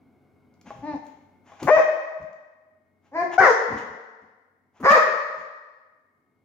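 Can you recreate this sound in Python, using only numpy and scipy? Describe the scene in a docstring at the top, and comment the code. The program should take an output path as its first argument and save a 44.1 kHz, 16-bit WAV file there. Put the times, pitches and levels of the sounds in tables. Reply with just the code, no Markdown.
"""A big dog playing in a kitchen

Two low, whining woofs and three sharp barks: each is one push of breath that buzzes the vocal folds
and rings through the throat. Between them come paw steps, skids, claw ticks, knocks and collar rustles.
Bright crackles and low thumps mark the loudest moments of the last two barks. The hard room rings for
most of a second and a refrigerator hums. The gain control ducks at every bark and creeps back up."""
import sys
import numpy as np
from scipy import signal
from scipy.fft import rfft, irfft
from scipy.io import wavfile
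from scipy.ndimage import uniform_filter1d, minimum_filter1d

SR = 44100
rng = np.random.default_rng(int(sys.argv[2]) if len(sys.argv) > 2 else 0)


def file_out(sig):
    """Save sig as 16-bit WAV at sys.argv[1]."""
    # one column per channel
    cols = np.atleast_2d(sig).T
    # limit, then scale
    lim = np.clip(cols, -1, 1)
    pcm = np.round(lim * 32767).astype(np.int16)
    wavfile.write(sys.argv[1], SR, pcm)


N = 284030
TIME = np.arange(N) / SR
CUTOFF_HZ = 15800


def from_db(db):
    """Turn decibels into a number to multiply by."""
    return 10 ** (np.asarray(db) / 20)


def unit_power(x):
    """Scale a sound so that its average power is 1."""
    return x / np.sqrt(np.mean(x ** 2) + 1e-20)


def ramp(x):
    """Keep a share between 0 and 1."""
    return np.clip(x, 0, 1)


def at_hz(points, hz):
    """Read between the rows of a table, giving every octave equal space."""
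    points = np.array(points)
    return np.interp(np.log(np.maximum(hz, 1)), np.log(points[:, 0]), points[:, 1])


def colour(x, spectrum, size=2048):
    """Give a sound a tone colour, with a filter that rings only after the sound (minimum phase)."""
    gains = from_db(at_hz(spectrum, np.arange(size // 2 + 1) * SR / size))
    cepstrum = irfft(np.log(gains))
    cepstrum[1:size // 2] *= 2
    cepstrum[size // 2 + 1:] = 0
    response = irfft(np.exp(rfft(cepstrum)))
    return signal.fftconvolve(x, response)[:len(x)]


def noise(spectrum, size):
    """Noise with the given tone colour and a power of 1."""
    return unit_power(colour(rng.standard_normal(size), spectrum))


def wobble(t, per_s):
    """A random wander that glides to per_s new values a second."""
    return np.interp((t - t[0]) * per_s, np.arange(2000), rng.standard_normal(2000))


def swell(t, rise_s, decay_s):
    """A burst builds up to its peak at t = 0 and dies away."""
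    below_peak = np.where(t < 0, (t / rise_s) ** 2, t / decay_s)
    return np.exp(-np.minimum(below_peak, 40))


def add(track, start_s, sound):
    """Mix a sound into a track."""
    start = max(int(start_s * SR), 0)
    track[start:start + len(sound)] += sound[:N - start]


def place(x, pan_db, lag_ms):
    """Set the left-right balance: pan_db louder on the left, lag_ms later on the right."""
    delayed = np.interp(TIME - lag_ms / 1000, TIME, x)
    return np.array([x * from_db(pan_db / 2), delayed * from_db(-pan_db / 2)])


# The refrigerator's motor tones. Each row: frequency in Hz, level in dB.
MOTOR_TONES = [(93, -72), (140, -79.5), (253, -71.5), (309, -85), (419, -74.5), (728, -83), (2154, -78),
               (2201, -88.5)]
# The tone colour of its fan. Each row: frequency in Hz, relative level in dB.
FAN_COLOUR = [(18, -66), (30, -30), (87, -10), (167, -9), (253, -3), (426, -14), (597, -17), (716, -16),
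              (1240, -24), (1480, -23), (1830, -38.5), (2190, -24), (2490, -36.5), (7830, -50.5),
              (15000, -49)]


def refrigerator(waver=0.31, fan_db=-62.5, side_db=-8.0):
    """Slightly wavering motor tones over soft fan noise."""
    motor = np.zeros(N)
    for hz, db in MOTOR_TONES:
        tone = np.sqrt(2) * np.sin(2 * np.pi * hz * TIME + waver * wobble(TIME, per_s=4.6))
        motor += from_db(db) * tone * (1 + waver * wobble(TIME, per_s=2))
    middle = noise(FAN_COLOUR, N)
    sides = from_db(side_db) * noise(FAN_COLOUR, N) * [[1], [-1]]
    return place(motor, pan_db=6.5, lag_ms=.05) + from_db(fan_db) * (middle + sides)


# How long the kitchen rings. Each row: frequency in Hz, seconds to fade by 60 dB.
RING_TIMES = [(80, 0.28), (250, 0.66), (500, 0.88), (1200, 0.94), (2000, 0.95), (3200, 0.81), (5500, 0.91),
              (7500, 0.55), (11000, 0.2), (16000, 0.56)]
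# The tone colour of its echo. Each row: frequency in Hz, relative level in dB.
ECHO_COLOUR = [(60, -9), (200, -1), (450, -0.5), (1200, -4), (2000, -1), (3500, 2), (6500, 1),
               (15000, -0.5)]
# How alike the echo is on the left and right. Each row: frequency in Hz, likeness from 0 to 1.
ECHO_LIKENESS = [(100, 1), (300, 0.9), (600, 0.6), (1200, 0), (3000, 0)]


def kitchen_echo(gap_s=0.00062, build_s=0.0067, early_db=5.5, early_s=0.054, left_db=3.0):
    """The room's answer to a click: strong first echoes off the cabinets, then a fading tail."""
    size = 65536
    t, hz = np.arange(size) / SR, np.arange(size // 2 + 1) * SR / size
    middle, side = rfft(rng.standard_normal((2, size)))
    alike = ramp(at_hz(ECHO_LIKENESS, hz))
    spectrum = np.sqrt(1 + alike) * middle + np.sqrt(1 - alike) * side * [[1], [-1]]
    spectrum *= from_db(at_hz(ECHO_COLOUR, hz))
    centres_hz = np.geomspace(60, 16000, 14)
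    band_number = np.interp(np.log(hz + 1), np.log(centres_hz), np.arange(len(centres_hz)))
    tail = np.zeros((2, size))
    for k, centre_hz in enumerate(centres_hz):   # each band fades at its own speed
        band = irfft(spectrum * ramp(1 - abs(band_number - k)))
        tail += band * from_db(-60 * t / at_hz(RING_TIMES, centre_hz))
    tail *= ramp((t - gap_s) / build_s)
    tail *= from_db(early_db * np.exp(-t / early_s))
    tail /= np.sqrt(np.sum(tail ** 2) / 2)
    return tail * from_db([[left_db / 2], [-left_db / 2]])


# Light ticks of claws and collar tags; those at 1.63 and 4.803 s are the tags. Each row: time in seconds, level
# in dB.
TICKS = [(.54, -68), (.613, -53.5), (1.067, -54.5), (1.63, -35), (2.228, -42.5), (2.331, -45),
         (4.22, -55), (4.803, -50)]
# The tone colour of a tick. Each row: frequency in Hz, relative level in dB.
TICK_COLOUR = [(600, -14), (2000, 0.5), (3500, -5), (6800, 1), (8200, -13.5), (15500, -15)]


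def ticks():
    """Claws and collar tags give very short, bright cracks."""
    taps = sum(from_db(db) * swell(TIME - at_s, rise_s=0.00053, decay_s=.003) for at_s, db in TICKS)
    return taps * noise(TICK_COLOUR, N)


# The tones in one knock. Each row: frequency in Hz, relative level in dB, seconds to fade by 60 dB.
KNOCK_TONES = [(655, 2.5, 0.11), (809.5, 2.5, 0.2), (1080, 7, 0.038), (1337, -13, 0.048),
               (1739, -17, 0.033)]
# The muzzle's knocks. Each row: start in seconds, level in dB.
MUZZLE_KNOCKS = [(.706, -38.5), (1.52, -49.5)]


def muzzle_knocks():
    """As the muzzle dives to the floor, a few quickly fading tones make a hollow knock."""
    t, out = TIME[:SR], np.zeros(N)
    ring = sum(from_db(db - 60 * t / fade_s) * np.sin(2 * np.pi * hz * t)
               for hz, db, fade_s in KNOCK_TONES)
    for at_s, knock_db in MUZZLE_KNOCKS:
        add(out, at_s, from_db(knock_db) * ring)
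    return out


# Short, bright crackles. Each row: time in seconds, level in dB.
CRACKLES = [(1.054, -71), (1.636, -50), (1.684, -53), (3.202, -60), (3.432, -25), (4.812, -53),
            (4.919, -15)]
# Their tone colour. Each row: frequency in Hz, relative level in dB.
CRACKLE_COLOUR = [(4000, -17.5), (6600, 3.5), (7500, 0), (8200, -6.5), (9200, 1.5), (11000, -3),
                  (12500, 2.5), (15000, 1)]


def crackles(grain_db=4.0):
    """Thin, grainy noise: faint collar rustles, and a bright crackle at each of the last two barks."""
    bursts = sum(from_db(db) * swell(TIME - at_s, rise_s=.009, decay_s=.023) for at_s, db in CRACKLES)
    return bursts * noise(CRACKLE_COLOUR, N) * from_db(grain_db * wobble(TIME, per_s=910))


# Low thumps: paw steps, and the loudest moments of the last two barks.
# Each row: time in seconds, level in dB, pitch in Hz, rise in seconds.
THUMPS = [(.68, -48, 201, 0.028), (0.792, -45, 110, 0.045), (0.957, -47, 150, .008),
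          (1.631, -27.5, 241.6, .009), (1.65, -27.5, 120, 0.0038), (2.221, -26, 151.4, 0.02),
          (3.396, -15, 131, 0.0062), (3.738, -3, 222.3, 0.035), (3.902, -27, 148.1, 0.015),
          (4.24, -39, 218, 0.021), (4.81, -27, 251.4, 0.0081), (4.834, -26, 170, .004),
          (4.917, -1.5, 228, 0.017), (5.408, -34, 167, 0.043)]
# How a thump spreads around its pitch. Each row: multiple of that pitch, relative level in dB.
THUMP_COLOUR = [(.12, -22.5), (.3, -8), (.5, -4.5), (.75, -10), (1, 5.5), (1.3, -4), (2.2, -15.5), (5, -16),
                (12, -54.5)]
# Scuffing sounds: skids on the rug, and a harsh burst at the loudest moment of the last bark.
# Each row: time in seconds, level in dB, rise in seconds, decay in seconds.
SCUFFS = [(.674, -50.5, 0.016, 0.1), (1.065, -61.5, .025, .11), (1.485, -55.5, 0.027, 0.29),
          (1.605, -43.5, 0.0084, .04), (3.07, -59.5, 0.033, 0.023), (3.344, -35.5, 0.023, 0.01),
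          (3.789, -12.5, 0.017, .023), (4.775, -51, 0.027, .046), (4.918, 9, .013, .011),
          (5.408, -29.5, 0.049, 0.035)]
# The tone colour of a scuff. Each row: frequency in Hz, relative level in dB.
SCUFF_COLOUR = [(200, -14), (500, -5.5), (800, 8.5), (1300, -1), (2000, -2.5), (3000, -8), (4500, -19.5),
                (6800, -12), (8200, -34.5), (15500, -34)]


def thumps_and_scuffs(thump_decay_s=.025, brush_db=-20):
    """A thump is a burst of low noise with a soft brushing sound; a scuff is the brushing alone."""
    out = np.zeros(N)
    t = np.arange(SR) / SR - .5   # one second, with the peak of the burst in the middle
    for at_s, thump_db, thump_hz, rise_s in THUMPS:
        thump = noise([(multiple * thump_hz, db) for multiple, db in THUMP_COLOUR], SR)
        brush = from_db(brush_db) * noise(SCUFF_COLOUR, SR)
        add(out, at_s + t[0], from_db(thump_db) * (thump + brush) * swell(t, rise_s, thump_decay_s))
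    for at_s, scuff_db, rise_s, decay_s in SCUFFS:
        add(out, at_s + t[0], from_db(scuff_db) * noise(SCUFF_COLOUR, SR) * swell(t, rise_s, decay_s))
    return out


def breath(row, push_db_per_s=30.5, release_db=15, settle_s=0.0086, break_s=.005):
    """One push of breath: the pitch scoops up, glides, then drops; the level swells and lets go."""
    (start_s, rise_s, hold_s, fall_s, pitch_hz, scoop, climb, drop,
     top_db, swell_db, attack_s, release_s, start_rough, fall_rough, jaw_db, air_db) = row
    held_until = rise_s + hold_s
    length_s = held_until + fall_s
    t = np.arange(0, length_s, 1 / SR)
    falling = ramp((t - held_until) / fall_s)
    slide = np.sin(np.pi * falling / 2) ** 2   # the pitch drops fastest midway and lands on a low note
    octaves = -scoop * ramp(1 - t / rise_s) + climb * np.clip(t - rise_s, 0, hold_s) - drop * slide
    level_db = top_db - push_db_per_s * (length_s - t)   # the dog presses harder as the call goes on
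    level_db -= swell_db * ramp(1 - t / attack_s)
    level_db -= release_db * ramp(1 - (length_s - t) / release_s) ** 1.1
    # The folds settle into a cleaner tone at full breath, then the voice breaks as the pitch lets go.
    hoarse = start_rough * np.maximum(ramp((attack_s - t) / settle_s), 0.18)
    broken = fall_rough * ramp((t - held_until) / break_s) * ramp(1 - 1.05 * falling)
    rough = ramp(.03 + hoarse + broken)
    mouth_db = 5.5 - jaw_db * (1 - np.sin(np.pi * t / length_s))
    # The voice turns to air as the pitch falls; slack folds at either end also leak more air.
    hiss_db = air_db + 16.5 * falling + 0.26 * (top_db - level_db)
    return start_s + t, pitch_hz * 2 ** octaves, level_db, rough, mouth_db, hiss_db


# The tone colour of the dog's hissing breath. Each row: frequency in Hz, relative level in dB.
BREATH_COLOUR = [(1800, -23.5), (3000, -0.5), (4000, -6.5), (5200, 3.5), (6800, 2), (7600, -9.5),
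                 (8200, -26.5), (10000, -20), (15500, -20.5)]


def dog_call(row, throat, pitch_shake=.045, level_shake=0.11, doubling=.8, mouth_hz=950):
    """Vocal-fold pulses ring through the throat; roughness shakes them and adds puffs of air."""
    t, pitch_hz, level_db, rough, mouth_db, hiss_db = breath(row)
    shaken_hz = pitch_hz * (1 + pitch_shake * rough * wobble(t, per_s=350))
    phase = 2 * np.pi * np.cumsum(shaken_hz) / SR
    pulses = unit_power(sum(np.cos(k * phase) * (k * pitch_hz < CUTOFF_HZ) for k in range(1, 48)))
    strong_weak = doubling * rough * np.cos(phase / 2)   # rough folds alternate strong and weak cycles
    pulses *= 1 + strong_weak + level_shake * rough * wobble(t, per_s=190)
    opening = 1 + 0.5 * np.cos(phase)   # more air rushes through while the folds are open
    air = rng.standard_normal(SR)[:len(t)]
    voice = colour(pulses + rough * opening * air, throat)
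    chest = signal.sosfiltfilt(signal.butter(2, mouth_hz, fs=SR, output="sos"), voice)
    voice = chest + from_db(mouth_db) * (voice - chest)   # a wider mouth lets out more overtones
    power = uniform_filter1d(voice ** 2, size=400)
    voice /= np.sqrt(np.maximum(power, 1e-12))   # even it out, so the breath sets the loudness
    hiss = from_db(hiss_db) * opening * noise(BREATH_COLOUR, SR)[:len(t)]
    fade = ramp(np.minimum(t - t[0], t[-1] - t) / 0.0078)
    out = np.zeros(N)
    add(out, t[0], (voice + hiss) * from_db(level_db) * fade)
    return out


# How the throat and mouth colour each call. Each row: frequency in Hz, relative level in dB.
WOOF_1_THROAT = [(150, 5), (290, 6), (440, -11), (600, -3), (890, 3.5), (1200, -15), (1500, -25.5),
                 (1820, -14.5), (2150, -24.5), (2750, -32.5), (3200, -49.5), (4100, -31), (4800, -41.5),
                 (5400, -40.5), (6500, -52), (8000, -81)]
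BARK_1_THROAT = [(200, -9.5), (350, -1.5), (620, 7), (780, 6.5), (950, -4.5), (1080, 6.5), (1250, -13.5),
                 (1530, -8.5), (1880, -10), (2150, -12.5), (2500, -23.5), (3100, -38), (4500, -47.5),
                 (6200, -42), (8000, -79)]
WOOF_2_THROAT = [(200, 2), (340, -1.5), (690, 3.5), (1030, 1.5), (1380, -17.5), (1740, -3.5), (2100, -13),
                 (2450, -24), (2800, -42), (3500, -52.5), (4300, -34.5), (5200, -36.5), (6500, -46),
                 (8000, -65.5)]
BARK_2_THROAT = [(200, -14), (430, 5.5), (720, -0.5), (1050, 6.5), (1350, 2), (1600, 0.5), (1980, 2),
                 (2250, -16.5), (3100, -39.5), (6200, -34), (8000, -62)]
BARK_3_THROAT = [(200, -47.5), (400, -3), (600, 0), (850, -3.5), (1200, 4), (1500, -5), (1850, -3.5),
                 (2200, -13), (3100, -38.5), (5200, -31), (8000, -52.5)]
# The five calls. Each row: start, rise, hold and fall in seconds, pitch in Hz, scoop up in octaves,
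# climb while held in octaves per second, drop in octaves, level and swell in dB, attack and release
# in seconds, roughness at the start and in the fall from 0 to 1, jaw swing in dB,
# base level of the hiss in dB compared with the voice.
WOOFS_AND_BARKS = [(.819, 0.051, .055, 0.048, 308.5, .15, -1.5, .36, -29.5, 20, .018, 0.038, 0.42, .2, 13, -44),
                   (1.667, .039, 0.057, .036, 605.3, 1.5, 1.5, 0.44, 16, 41, 0.049, 0.046, 0.32, 0.54, -3, -44),
                   (3.112, .043, 0.077, 0.015, 328.1, .38, 1.81, 0.38, -21.5, 25, .046, 0.021, 0.06, 0.08, 25, -43),
                   (3.376, .02, .005, .122, 778.8, 0.15, 1.31, 0.85, 14.5, 31.5, 0.0049, 0.022, 0.04, 0.65, 21.5, -40),
                   (4.823, .04, .07, .05, 541, .85, 3.5, .62, 16.5, 47, .06, 0.032, 0.77, 0.19, 7.5, -40)]


def dog_voice():
    """Five calls, each with its own throat shape, left-right balance and share of echo."""
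    woof_1, bark_1, woof_2, bark_2, bark_3 = WOOFS_AND_BARKS
    # Each row: sound, dB louder on the left, milliseconds later on the right, dB sent into the room.
    return [(dog_call(woof_1, WOOF_1_THROAT), 4.0, 0.059, -1.0),
            (dog_call(bark_1, BARK_1_THROAT), 7.0, 0.069, 4.0),
            (dog_call(woof_2, WOOF_2_THROAT), 1.5, 0.12, 3.5),
            (dog_call(bark_2, BARK_2_THROAT), 6.5, -0.04, 4.5),
            (dog_call(bark_3, BARK_3_THROAT), 1.5, 0.13, 9.0)]


def scene():
    """The calls and short noises arrive directly and as kitchen echo, over the refrigerator."""
    calls = dog_voice()
    noises = thumps_and_scuffs() + ticks() + muzzle_knocks() + crackles()
    direct = place(noises, pan_db=3.0, lag_ms=0.035)
    into_room = from_db(-3.0) * noises
    for call, pan_db, lag_ms, room_db in calls:
        direct += place(call, pan_db, lag_ms)
        into_room += from_db(room_db) * call
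    echo = signal.fftconvolve(into_room[None], kitchen_echo(), axes=1)[:, :N]
    return direct + echo + refrigerator()


def gain_control(x, ceiling_db=-10.0, peak_limit=.88, release_db_per_s=17.5):
    """Watches power and peaks a few milliseconds ahead, turns down at once and recovers slowly."""
    power = uniform_filter1d(np.mean(x ** 2, axis=0), size=300)
    power_over_db = 10 * np.log10(np.maximum(power, 1e-12)) - ceiling_db
    peak_over_db = 20 * np.log10(np.maximum(abs(x).max(axis=0), 1e-6) / peak_limit)
    excess_db = np.maximum(np.maximum(power_over_db, peak_over_db), 0)
    recovery_db = release_db_per_s * TIME
    cut_db = np.maximum.accumulate(excess_db + recovery_db) - recovery_db
    gain_db = minimum_filter1d(-cut_db, size=400)   # start turning down just before the loud sound
    return x * from_db(uniform_filter1d(gain_db, size=400))


def record(dry, hiss_db=-90.5, low_cut_hz=55):
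    """A small microphone: no deep bass, gain control, faint electronic hiss and a steep treble cut."""
    picked_up = signal.sosfilt(signal.butter(4, low_cut_hz, "high", fs=SR, output="sos"), dry)
    out = gain_control(picked_up) + from_db(hiss_db) * rng.standard_normal((2, N))
    return signal.sosfilt(signal.ellip(10, .1, 80, CUTOFF_HZ, fs=SR, output="sos"), out)


dry = scene()
out = record(dry)
file_out(out)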